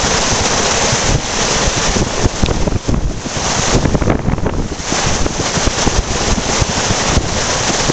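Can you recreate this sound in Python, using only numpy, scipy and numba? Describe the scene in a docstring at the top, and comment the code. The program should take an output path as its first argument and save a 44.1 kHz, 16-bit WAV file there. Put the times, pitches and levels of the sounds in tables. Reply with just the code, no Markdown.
"""The roar of a flooded creek, heard from the bank as it pours out under a low concrete bridge.
Countless bubbles in the white water merge into a wash that hardly changes, with nearer ones ringing in it.
Wind rumbles, thumps and snaps right on the microphone of a small hand-held camera; its shell ticks once.
At each hard buffet the camera's gain control ducks the water, which then swells back."""
import sys
import numpy as np
from scipy import signal
from scipy.fft import rfft, irfft, next_fast_len
from scipy.io import wavfile
from scipy.ndimage import uniform_filter1d
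from numba import njit

SR = 44100
rng = np.random.default_rng(int(sys.argv[2]) if len(sys.argv) > 2 else 0)


def master_out(mix):
    """Clip the mix to full scale and print it as 16-bit PCM to the path in sys.argv[1]."""
    frames = np.transpose(np.atleast_2d(mix))
    ceiling = np.clip(frames, -1, 1)
    pcm = np.round(ceiling * 32767).astype(np.int16)
    wavfile.write(sys.argv[1], SR, pcm)


N = 349272
TIME = np.arange(N) / SR

# Colour of the large eddies at the microphone: frequency_hz, density_db
RUMBLE_SPECTRUM = [(8, 2), (25, 2), (60, -2.5), (130, -4.5), (250, -11), (500, -19.5), (1200, -52),
                   (4000, -87)]
# Colour of the small eddies at the microphone: frequency_hz, density_db
FLUTTER_SPECTRUM = [(60, -27.5), (200, -14), (350, 6.5), (800, -2.5), (1500, -13), (3000, -22),
                    (5000, -51.5), (9000, -77)]
# Gusts reaching the bank, with relative levels while they hold: start_s, hold_s, rumble_db, flutter_db
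WIND_GUSTS = [(1.1, 0.043, -9, -30), (1.983, 0.33, -16, -20.5), (2.443, 0.28, -6.5, -19),
              (2.933, 0.11, 2.5, -12.5), (3.782, 0.38, -3, -10.5), (4.064, 0.46, 6, -1.5),
              (5.078, 0.16, -13, -26.5), (5.933, 0.67, -17, -22), (7.205, 0.062, -10.5, -17)]
# The hardest buffets on the microphone, weak above their corner: time_s, peak_db, length_s, corner_hz
MIC_BUFFETS = [(1.153, 2, 0.0071, 170), (1.68, -1, 0.004, 70), (1.895, -4.5, 0.0046, 70),
               (2.023, 2, 0.014, 287), (2.262, 10, 0.0066, 208), (2.437, 10.5, 0.01, 110),
               (2.487, 4, .005, 330), (2.512, 9.5, 0.007, 286), (2.678, 9.5, .007, 260),
               (2.724, 6.5, .007, 307), (2.76, 10.5, 0.0076, 300), (2.894, 7, 0.012, 275),
               (2.944, 15.5, 0.0056, 190), (2.981, 12, 0.014, 60), (3.052, 13, 0.029, 54.3),
               (3.77, 8.5, 0.033, 250), (3.856, 14.5, 0.0055, 297), (3.953, 15, 0.0067, 290),
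               (4.023, 15.5, 0.0039, 330), (4.102, 21.5, 0.0063, 420), (4.121, 20, .025, 450),
               (4.154, 23, .01, 280), (4.193, 13, .003, 550), (4.288, 20.5, 0.0069, 170),
               (4.336, 17, 0.0042, 350), (4.468, 18, 0.022, 350), (4.496, 12.5, 0.0023, 560),
               (4.598, 12, 0.021, 168), (4.725, 2, 0.015, 220), (4.926, 1, 0.0052, 170),
               (5.265, 5, 0.0063, 319), (5.676, 5.5, 0.0043, 223), (5.877, 6, 0.0075, 238),
               (5.993, 2.5, 0.014, 74), (6.326, -2.5, 0.021, 85), (6.387, 1, 0.018, 205),
               (6.624, 2, .006, 160), (6.911, -3, 0.015, 165), (7.177, 2, 0.011, 280),
               (7.181, 5, 0.013, 91), (7.9, 2, .005, 220)]
# A sharp tick on the camera body: start_s, peak_db
SHELL_TICKS = [(2.461, 9)]
# Colour of the white water from the bank: frequency_hz, density_db
WATER_SPECTRUM = [(30, -13), (220, 0), (315, -8), (430, -0.5), (950, -2), (1300, -6.5), (1900, -7),
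                  (2300, -9), (3300, -9), (4700, -10.5), (6100, -4), (7300, -10), (7900, -22), (8500, -30)]
# Slow rise and fall of the water's loudness at the microphone, partly as the camera turns:
# time_s, offset_db
WATER_LOUDNESS = [(0, 0), (1.1, 2), (1.85, 0.5), (2.15, -4), (2.55, 0), (3.4, -1), (4.25, 2), (4.75, 0),
                  (4.98, 5), (5.3, -4), (5.7, -1), (6.3, -0.5), (6.7, 0.5), (7.9, -1)]


def gain_of(db):
    """Decibels to amplitude."""
    return 10 ** (np.asarray(db) / 20)


def unit_rms(x):
    """Scales to an rms of one."""
    return x / np.sqrt(np.mean(x ** 2) + 1e-20)


def add_centred(mix, time_s, sound):
    """Mixes in a sound centred on time_s."""
    start = max(round(time_s * SR) - len(sound) // 2, 0)
    part = mix[start:start + len(sound)]
    part += sound[:len(part)]


def coloured(x, spectrum):
    """Filters a signal by a spectrum drawn on a log-frequency axis; the result has an rms of one."""
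    size = next_fast_len(N)
    hz = np.fft.rfftfreq(size, 1 / SR)
    frequency_hz, density_db = np.transpose(spectrum)
    shape_db = np.interp(np.log(hz + 1), np.log(frequency_hz + 1), density_db)
    return unit_rms(irfft(rfft(x, size) * gain_of(shape_db), size)[:N])


def wander(rate_hz):
    """A smooth random drift with an rms of one, changing up to about rate_hz times a second."""
    size = next_fast_len(N)
    smoothing = np.exp(-(np.fft.rfftfreq(size, 1 / SR) / rate_hz) ** 2)
    return unit_rms(irfft(rfft(rng.standard_normal(size)) * smoothing, size)[:N])


def random_moments(count):
    """Moments spread through the scene, each with two draws from -1 to 1: (sample, draw, draw)."""
    place, first, second = rng.random((count, 3)).T
    samples = ((np.arange(count) + place) * N / count).astype(int)
    return zip(samples, 2 * first - 1, 2 * second - 1)


def shell_ticks(band_hz, decay_s, size=1024):
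    """A dry click of a millisecond or two on the camera's shell, right by the microphone."""
    out = np.zeros(N)
    t = (np.arange(size) - size // 2) / SR
    envelope = (t >= 0) * np.exp(-abs(t) / decay_s)
    band = signal.butter(4, band_hz, "band", fs=SR, output="sos")
    for start_s, peak_db in SHELL_TICKS:
        click = signal.sosfilt(band, rng.standard_normal(size) * envelope)
        add_centred(out, start_s, gain_of(peak_db) * click / abs(click).max())
    return out


def gust_levels(breeze_rumble_db, breeze_flutter_db, rise_db_per_s, fall_db_per_s):
    """Rumble and flutter levels in dB: each gust rises out of the breeze, holds and dies away."""
    rumble_db, flutter_db = np.full(N, breeze_rumble_db), np.full(N, breeze_flutter_db)
    for start_s, hold_s, held_rumble_db, held_flutter_db in WIND_GUSTS:
        before_s, after_s = np.maximum(start_s - TIME, 0), np.maximum(TIME - start_s - hold_s, 0)
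        below_db = rise_db_per_s * before_s + fall_db_per_s * after_s
        rumble_db = np.maximum(rumble_db, held_rumble_db - below_db)
        flutter_db = np.maximum(flutter_db, held_flutter_db - below_db)
    return rumble_db, flutter_db


def turbulence(rumble_db, flutter_db, lumpy_db, ragged_db):
    """Wind at the microphone port: large eddies rumble, small ones flutter in ragged clumps."""
    eddies = wander(rate_hz=35)
    lumps = unit_rms(gain_of(lumpy_db * np.tanh(eddies)))
    clumps = unit_rms(gain_of(ragged_db * np.tanh((eddies + wander(rate_hz=110)) / 2)))
    rumble = coloured(rng.standard_normal(N), RUMBLE_SPECTRUM) * lumps
    flutter = coloured(rng.standard_normal(N), FLUTTER_SPECTRUM) * clumps
    return gain_of(rumble_db) * rumble + gain_of(flutter_db) * flutter


def eddy(length_s, low_hz, knee_hz, top_hz, size=4096):
    """A whirl of pressure with a peak of one: flat from low to knee, then sloping, steeply above top."""
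    t, hz = (np.arange(size) - size // 2) / SR, np.fft.rfftfreq(size, 1 / SR)
    low_cut = hz / np.hypot(hz, low_hz)
    roll_off = 1 / np.hypot(1, hz / knee_hz) / np.hypot(1, (hz / top_hz) ** 2)
    friction = np.exp(-(hz / 5000) ** 4)  # the smallest eddies die out
    burst = rng.standard_normal(size) / np.cosh(2 * t / length_s)
    whirl = irfft(rfft(burst) * low_cut * roll_off * friction)
    return whirl / abs(whirl).max()


def snap(peak_db):
    """The flow tears off the edge of the microphone port in a dry pop; harder ones are brighter."""
    brighter_octaves = 0.054 * peak_db
    return gain_of(peak_db) * eddy(0.0025, low_hz=288, knee_hz=820, top_hz=1080 * 2 ** brighter_octaves)


def crackle(level_db, spread_db, count=520):
    """Random snaps ride on the flutter and stand clear of the water only in strong gusts."""
    out = np.zeros(N)
    for at, strength, _ in random_moments(count):
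        add_centred(out, at / SR, snap(level_db[at] + spread_db * strength))
    return out


def bumps(level_db, spread_db, length_s, low_hz, corner_hz, count=40):
    """Lesser eddies bump the microphone at random, harder in the gusts."""
    out = np.zeros(N)
    for at, strength, speed in random_moments(count):
        knee_hz = corner_hz * 2 ** (speed / 2)
        bump = eddy(length_s, low_hz, knee_hz, top_hz=2 * knee_hz)
        add_centred(out, at / SR, gain_of(level_db[at] + spread_db * strength) * bump)
    return out


def buffets(snap_db, snap_at_hz, snap_db_per_octave):
    """Each large eddy thumps the microphone; faster, smaller ones reach higher and snap louder."""
    out = np.zeros(N)
    for time_s, peak_db, length_s, corner_hz in MIC_BUFFETS:
        thump = eddy(length_s, low_hz=4.8, knee_hz=corner_hz, top_hz=1.76 * corner_hz)
        add_centred(out, time_s, gain_of(peak_db) * thump)
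        speed_db = snap_db_per_octave * np.log2(corner_hz / snap_at_hz)
        add_centred(out, time_s, snap(peak_db + snap_db + speed_db))
    return out


def near_bubbles(per_s, spread_db, cycles, pitches=16):
    """Bubbles nearer the bank ring for a few cycles each, rising in pitch as they reach the surface."""
    out = np.zeros(N)
    for pitch_hz in np.geomspace(350, 7000, pitches):
        age = np.arange(1500) / SR * pitch_hz / cycles  # in ring lengths
        rise = 1 + 0.066 * np.minimum(age, 2)
        ring = np.exp(-2 * age) * np.sin(2 * np.pi * cycles * age * rise)
        born = rng.random(N) < per_s / pitches / SR
        births = np.zeros(N)
        births[born] = gain_of(spread_db * np.minimum(rng.standard_exponential(N)[born], 4))
        out += signal.oaconvolve(births, ring / np.linalg.norm(ring))[:N] * np.sqrt(pitch_hz)
    return unit_rms(out)


def foam(patchy_db, flicker_db, spray_db, size=512, hop=128):
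    """Countless bubbles merge into a roar; collapsing crests lift patches of it, and spray its treble."""
    hz, frames = np.fft.rfftfreq(size, 1 / SR), N // hop + 6
    real, imag, patches = rng.standard_normal((3, len(hz), frames))
    patches = uniform_filter1d(patches, size=16, axis=1)  # smooth in time
    patches = unit_rms(uniform_filter1d(patches, size=8, axis=0))  # and in frequency
    spray = unit_rms(uniform_filter1d(rng.standard_normal(frames), size=14))
    treble = np.minimum(hz / 6000, 1)[:, None]
    spectra = (real + 1j * imag) * gain_of(patchy_db * patches + spray_db * treble * spray)
    roar = signal.istft(spectra, nperseg=size, noverlap=size - hop)[1][:N]
    return unit_rms(roar * gain_of(flicker_db * wander(rate_hz=30)))


def white_water(level_db):
    """Steady rapids: foam and near bubbles share one colour and one loudness curve at the microphone."""
    roar = foam(patchy_db=0.73, flicker_db=1.35, spray_db=0.76)
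    bubbles = gain_of(-11.0) * near_bubbles(per_s=2500, spread_db=3.5, cycles=4.8)
    offset_db = np.interp(TIME, *np.transpose(WATER_LOUDNESS))
    return gain_of(level_db + offset_db) * coloured(roar + bubbles, WATER_SPECTRUM)


def scene():
    """One microphone on the bank: the creek in front, the wind right on the port."""
    rumble_db, flutter_db = gust_levels(breeze_rumble_db=-22.5, breeze_flutter_db=-28.0,
                                        rise_db_per_s=187, fall_db_per_s=86)
    wind = turbulence(rumble_db - 1.5, flutter_db - 6.5, lumpy_db=6.0, ragged_db=9.0)
    wind += buffets(snap_db=-5, snap_at_hz=298, snap_db_per_octave=5.5)
    wind += crackle(flutter_db + 8, spread_db=6.5)
    wind += bumps(0.59 * rumble_db + 6.5, spread_db=3, length_s=0.012, low_hz=39.4, corner_hz=169)
    creek = white_water(level_db=-15)
    tick = shell_ticks(band_hz=(2000, 4800), decay_s=0.0008)
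    return (creek + wind + tick)[None]


@njit
def gain_control(x, limit, attack_db_per_s, recovery_db_per_s):
    """The camera's gain slides down fast while the output is over the limit, and creeps back otherwise."""
    out = np.empty_like(x)
    duck_db = 0.
    for i in range(len(x)):
        out[i] = x[i] * 10 ** (-duck_db / 20)
        if abs(out[i]) > limit:
            duck_db += attack_db_per_s / SR
        else:
            duck_db = max(duck_db - recovery_db_per_s / SR, 0.)
    return out


def record(dry):
    """Inside the camera: gain control, clipping of what slips past it, and a narrow band."""
    ducked = gain_control(dry[0], limit=gain_of(-7.0), attack_db_per_s=1303.5, recovery_db_per_s=45.0)
    clipped = np.clip(ducked, -0.93, 0.93)
    low_pass = signal.firwin(301, cutoff=8850, window=("kaiser", 9), fs=SR)
    return signal.oaconvolve(clipped, low_pass, "same")[None]


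dry = scene()
out = record(dry)
master_out(out)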